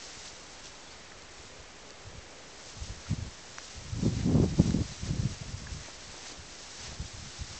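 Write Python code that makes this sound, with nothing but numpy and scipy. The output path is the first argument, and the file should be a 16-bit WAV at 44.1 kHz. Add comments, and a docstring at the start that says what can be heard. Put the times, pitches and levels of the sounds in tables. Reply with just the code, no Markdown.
"""Dogs wade and bound through tall grass: blades swish in countless tiny contacts, stalks snap,
paws land softly on turf. Gusts carry turbulence past the microphone, which rumbles and thumps.
Behind them: the hush of an open field, a far drone, one faint bird call.
The pocket camera's coarse converter adds a gritty hiss."""
import sys
import numpy as np
from scipy import signal
from scipy.fft import rfft, irfft, next_fast_len
from scipy.io import wavfile
from scipy.ndimage import uniform_filter1d, map_coordinates

SR = 44100
rng = np.random.default_rng(int(sys.argv[2]) if len(sys.argv) > 2 else 0)


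def wav_out(sig):
    """Save sig, one row per channel (or a flat mono array), as 16-bit PCM at SR to the path in sys.argv[1]."""
    wavfile.write(sys.argv[1], SR, np.round(np.clip(np.atleast_2d(sig).T, -1, 1) * 32767).astype(np.int16))


N = 334719
TIME = np.arange(N) / SR


def from_db(db):
    """Decibels to gain."""
    return 10 ** (np.asarray(db) / 20)


def to_db(power):
    """Power to decibels."""
    return 10 * np.log10(power + 1e-20)


def rms_one(x):
    """Scale to rms 1."""
    return x / np.sqrt(np.mean(x ** 2) + 1e-20)


def in_time(rows):
    """Interpolate each column after t/s at every sample."""
    t_s, *columns = np.transpose(rows)
    return [np.interp(TIME, t_s, column) for column in columns]


def coloured(x, spectrum):
    """Shape x by rows of f/Hz, level/dB; rms 1."""
    hz, db = np.transpose(spectrum)
    size = next_fast_len(len(x))
    bins_hz = np.maximum(np.fft.rfftfreq(size, 1 / SR), 1)
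    gain = from_db(np.interp(np.log(bins_hz), np.log(hz), db))
    return rms_one(irfft(rfft(x, size) * gain, size)[:len(x)])


def band_noise(band_hz):
    """Band-passed noise; rms 1."""
    band = signal.butter(2, band_hz, "band", fs=SR, output="sos")
    return rms_one(signal.sosfilt(band, rng.standard_normal(N)))


def drift(rate_hz):
    """Slow random wander; rms 1."""
    hop, settle = 40, 2000
    pole = np.exp(-2 * np.pi * rate_hz * hop / SR)
    noise = rng.standard_normal(N // hop + settle + 2)
    slow = signal.lfilter([1], [1, -2 * pole, pole ** 2], noise)[settle:]
    return np.interp(np.arange(N) / hop, np.arange(len(slow)), rms_one(slow))


def ring(clicks, hz, t60_s):
    """Resonator: a unit click starts a decaying unit sine."""
    r, w = from_db(-60 / (t60_s * SR)), 2 * np.pi * hz / SR
    return signal.lfilter([0, np.sin(w)], [1, -2 * r * np.cos(w), r * r], clicks + 1e-18)


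def contacts(per_s, spread_db=2.0):
    """Tiny random touches of uneven strength; rms 1 at any rate."""
    chance = np.clip(per_s / SR, 1e-4, 1)
    sizes = from_db(spread_db * np.minimum(rng.exponential(1, N), 4)) * rng.choice([-1, 1], N)
    return rms_one(sizes * (rng.random(N) < chance) / np.sqrt(chance))


def field(hush_db=-53, waver_db=0.16, drone_band_hz=(370, 640)):
    """Even hush of breeze over the meadow; a dull far drone swells and sinks."""
    # breeze spectrum: f/Hz, level/dB
    hush_spectrum = [(20, -7), (70, -1.5), (160, 0), (300, -0.5), (540, -3), (800, -2.5), (1300, -4.5),
                     (2100, -5.5), (3200, -10), (6000, -16.5), (8000, -18), (10000, -51.5)]
    # drone envelope: t/s, level/dB
    drone_curve = [(0, -60.5), (.8, -63.5), (1.3, -61), (2.0, -57.5), (2.45, -58.5), (2.8, -63),
                   (4.0, -63.5), (6.0, -63), (7.59, -67)]
    hush = from_db(hush_db + waver_db * drift(3)) * coloured(rng.standard_normal(N), hush_spectrum)
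    return hush + from_db(in_time(drone_curve)[0]) * band_noise(drone_band_hz)


def bird(gain_db=6.0):
    """One faint rising whistle from far trees."""
    # call contour: t/s, f/Hz, level/dB before gain
    chirp = [(.86, 3600, -81), (.878, 3400, -60), (.892, 3400, -60.5), (.9, 3900, -75), (.912, 4400, -53),
             (.93, 4850, -68), (.95, 5100, -89)]
    hz, db = in_time(chirp)
    calling = (TIME > chirp[0][0]) & (TIME < chirp[-1][0])
    return calling * from_db(db + gain_db) * np.sin(2 * np.pi * np.cumsum(hz) / SR)


def gust_db(calm_db=-60.0, rise_s=.011, fall_s=.014, inertia=.03):
    """Gusts rise out of the calm, hold and fall away; powers add."""
    # gusts: start/s, hold/s, relative level/dB
    gusts = [(1.399, 0.055, -51), (1.599, 0.038, -50), (2.059, .13, -49), (2.76, .21, -45.5),
             (3.1, 0.036, -32), (3.181, .11, -40), (3.77, .15, -44), (3.97, .57, -32), (4.029, 0.052, -26),
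             (4.26, 0.079, -26), (4.35, 0.098, -23.5), (4.594, .014, -21), (4.641, .18, -28.5),
             (4.851, .07, -42), (5.029, .29, -33.5), (5.441, .36, -41.5), (5.979, .18, -54),
             (6.35, .1, -51), (6.82, .11, -45), (7.0, 0.053, -41.5), (7.147, 0.12, -44.5),
             (7.401, 0.039, -42), (7.5, 0.083, -48.5)]
    power = from_db(calm_db) ** 2
    for start_s, hold_s, db in gusts:
        lag_s = inertia * hold_s  # longer gusts swell and sink more slowly
        before = np.maximum(start_s - TIME, 0) / (rise_s + lag_s)
        after = np.maximum(TIME - start_s - hold_s, 0) / (fall_s + lag_s)
        power = power + (from_db(db) * np.exp(-np.minimum(before + after, 20))) ** 2
    return to_db(power)


def wind(gain_db=-1.0, unit_speed_db=-26.0, db_per_octave=20.0, flutter_db=2.5, puff_db=2.5):
    """Turbulence carried past the microphone: faster air is louder and higher."""
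    # eddy spectrum at unit speed: f/Hz, level/dB
    turbulence = [(15, -13), (40, -3), (85, 0), (160, 1), (250, -2), (380, -10.5), (600, -23.5),
                  (1000, -31.5), (2000, -55), (4000, -85.5)]
    level_db = gust_db() + gain_db
    slowest, fastest = .33, 1.15
    speed = np.clip(2 ** ((level_db - unit_speed_db) / db_per_octave), slowest, fastest)
    eddies = coloured(rng.standard_normal(N), turbulence) * from_db(flutter_db * drift(60))
    local_power = uniform_filter1d(np.abs(signal.hilbert(eddies)) ** 2, size=1500) / 2
    eddies = eddies / np.sqrt(local_power)  # lumpy flow, steady mean strength
    passing = np.interp(np.cumsum(speed) % N, np.arange(N), eddies)
    # light air comes in puffs, strong gusts blow more evenly
    swing_db = puff_db * drift(22) * np.sqrt(slowest / speed)
    return from_db(level_db + swing_db) * passing


def buffets(gain_db=-1.0, width_cycles=0.73, steepening=2.0, wobble=0.15):
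    """Hard eddies swing the pressure once or twice; strong ones have steep flanks."""
    # eddies hitting the microphone: t/s, peak/dB before gain, nominal f/Hz
    eddies = [(2.074, -35, 84), (2.185, -38.5, 84.3), (2.823, -28, 74.3), (2.906, -34, 95),
              (3.114, -20, 127), (3.132, -21.5, 140.6), (3.192, -28.5, 98.6), (3.228, -26, 107.6),
              (3.933, -24.5, 94.8), (4.064, -17, 302), (4.081, -15.5, 130), (4.261, -16.5, 140),
              (4.357, -15, 143), (4.427, -15.5, 164), (4.6, -7.5, 160.4), (4.747, -14, 210.9),
              (4.818, -19, 136), (5.11, -18.5, 149.4), (5.197, -23.5, 124.6), (5.256, -17.5, 133.7),
              (5.418, -29, 120), (5.546, -27.5, 99.9), (5.725, -29.5, 75.8), (7.007, -29, 73),
              (7.415, -27.5, 70.3)]
    out = np.zeros(N)
    warped_s = np.cumsum(np.exp(wobble * drift(140))) / SR
    for (t_s, db, hz), start_rad in zip(eddies, rng.uniform(0, 2 * np.pi, len(eddies))):
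        near = np.abs(TIME - t_s) < .05
        cycles = hz * (warped_s[near] - warped_s[round(t_s * SR)])
        pressure = from_db(db + gain_db) * np.exp(-(cycles / width_cycles) ** 2)
        phase = 2 * np.pi * cycles + start_rad
        lean = np.clip(steepening * pressure, .01, .6)  # sine towards sawtooth
        out[near] += pressure * np.arctan2(lean * np.sin(phase), 1 - lean * np.cos(phase)) / lean
    return out


def paws(gain_db=-7.5, turf_band_hz=(220, 800)):
    """Each landing crushes the turf with a short dull puff."""
    # landings: t/s, level/dB before gain, decay/s
    landings = [(3.013, -42, 0.018), (5.425, -41, 0.02), (5.884, -33, 0.0072), (6.139, -43.5, 0.076),
                (6.298, -42.5, 0.038), (6.917, -39, 0.025)]
    push = np.zeros(N)
    for t_s, db, decay_s in landings:
        fade = np.exp(-np.minimum(np.abs(TIME - t_s) / decay_s, 20))
        push += from_db(db + gain_db) * (TIME >= t_s) * fade
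    return push * band_noise(turf_band_hz)


def snaps(crack_hz=5800, crack_t60_s=0.0057, low_cut_hz=1050):
    """A bent stalk lets go with a dry crack and rings for milliseconds."""
    # stalks: t/s, level/dB before low cut, ring f/Hz, t60/s, crack/dB re ring
    stalks = [(.657, -41, 3480, .008, 7.5), (1.12, -35.5, 1860, 0.0091, -13),
              (1.222, -37, 4440, .005, -7.5), (1.906, -36.5, 4580, .008, -1), (3.067, -37, 1360, .016, -12),
              (3.5844, -17, 1540, 0.0023, -12), (4.707, -29, 1650, 0.0048, 1),
              (4.7071, -33, 4120, 0.0073, -3), (5.67, -33, 1674, .02, -21)]
    out = np.zeros(N)
    for t_s, db, hz, t60_s, crack_db in stalks:
        click = from_db(db) * signal.unit_impulse(N, round(t_s * SR))
        out += ring(click, hz, t60_s) + from_db(crack_db) * ring(click, crack_hz, crack_t60_s)
    # thin stalks radiate no bass
    return signal.sosfilt(signal.butter(2, low_cut_hz, "high", fs=SR, output="sos"), out)


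def rustle_db(stems_re_blades_db=-7.0, rise_share=1.1, fall_share=.85):
    """Blade and stem levels: each stride swells and fades on top of steady wading."""
    # blades along the coats: t/s, relative level/dB
    wading = [(0, -51), (.5, -54.5), (1.15, -59.5), (2.3, -60), (2.7, -53.5), (3.4, -54), (4.8, -49),
              (5.6, -52), (6.5, -52.5), (7.59, -49.5)]
    # strides and bounds: crest/s, length/s, relative blade level/dB, stem level/dB
    strides = [(0.044, 0.093, -52, -57), (0.249, .08, -49.5, -55.5), (0.662, 0.032, -53.5, -57.5),
               (1.001, .1, -62, -58.5), (1.419, .08, -57.5, -65), (2.68, .05, -54, -67),
               (2.852, 0.079, -52.5, -64), (3.1, .06, -54, -54.5), (3.68, .09, -51.5, -60),
               (4.048, .05, -50.5, -63), (4.2, .05, -49.5, -51), (4.66, .07, -49.5, -53.5),
               (4.921, 0.066, -52.5, -59), (5.079, 0.035, -50.5, -56.5), (5.33, .06, -53, -57),
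               (5.487, .03, -52.5, -62.5), (5.734, 0.043, -54, -60), (5.871, 0.062, -53.5, -54),
               (6.161, .06, -53, -54), (6.286, .045, -46.5, -50), (6.671, .09, -52, -58),
               (6.851, .07, -46.5, -52), (7.35, .05, -52.5, -57), (7.558, .06, -51.5, -58)]
    wading_db = in_time(wading)[0]
    blade_power = from_db(wading_db) ** 2
    stem_power = from_db(wading_db + stems_re_blades_db) ** 2
    for crest_s, length_s, swish_db, brush_db in strides:
        width_s = length_s * np.where(TIME < crest_s, rise_share, fall_share)
        push = np.exp(-np.minimum(((TIME - crest_s) / width_s) ** 2, 20))
        blade_power += push * from_db(swish_db) ** 2
        stem_power += push * from_db(brush_db) ** 2
    return to_db(blade_power), to_db(stem_power)


def grass(blade_gain_db=1.0, peak_touches_per_s=16000, patchy_db=1.0):
    """Dogs rub blades and stems in clumps; a harder push makes more contacts."""
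    # bright swish of blades: f/Hz, level/dB
    blade_spectrum = [(1500, -23), (2800, -7.5), (4000, -1.5), (5000, 0), (6100, 1), (7000, -2.5),
                      (8000, -3), (9000, -12), (10000, -50.5)]
    # duller brushing of stems: f/Hz, level/dB
    stem_spectrum = [(200, -9.5), (500, -4), (1000, -4), (1900, -0.5), (2800, -2.5), (4500, -10.5),
                     (8000, -31.5)]
    swish_db, brush_db = rustle_db()
    touches_per_s = peak_touches_per_s * from_db(swish_db - np.max(swish_db))
    blades = coloured(contacts(touches_per_s), blade_spectrum)
    blades *= from_db(swish_db + blade_gain_db + patchy_db * drift(27))
    stems = coloured(contacts(touches_per_s / 2), stem_spectrum)
    stems *= from_db(brush_db + patchy_db * drift(16))
    return blades + stems


def scene(bass_cut_hz=28, overload=0.67):
    """Dry open-air mix; the microphone drops the wind's slowest swings and rounds off the hardest."""
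    bass_cut = signal.butter(1, bass_cut_hz, "high", fs=SR, output="sos")
    pressure = signal.sosfilt(bass_cut, wind() + buffets())
    rumble = overload * np.tanh(pressure / overload)
    return (rumble + grass() + snaps() + paws() + bird() + field())[None]


def record(dry):
    """Camera converter: low sample rate, coarse steps, steep low-pass."""
    rate_hz, cutoff_hz = 16000, 7890
    step, bias = .0056, .0014  # re full scale
    sampled = map_coordinates(dry[0], [np.arange(0, N + 2, SR / rate_hz)], order=3, mode="nearest")
    stepped = step * np.round((sampled + bias) / step)
    low_pass = signal.firwin(13231, cutoff_hz, window=("kaiser", 9), fs=np.lcm(SR, rate_hz))
    return signal.resample_poly(stepped, SR, rate_hz, window=low_pass)[None, :N]


dry = scene()
out = record(dry)
wav_out(out)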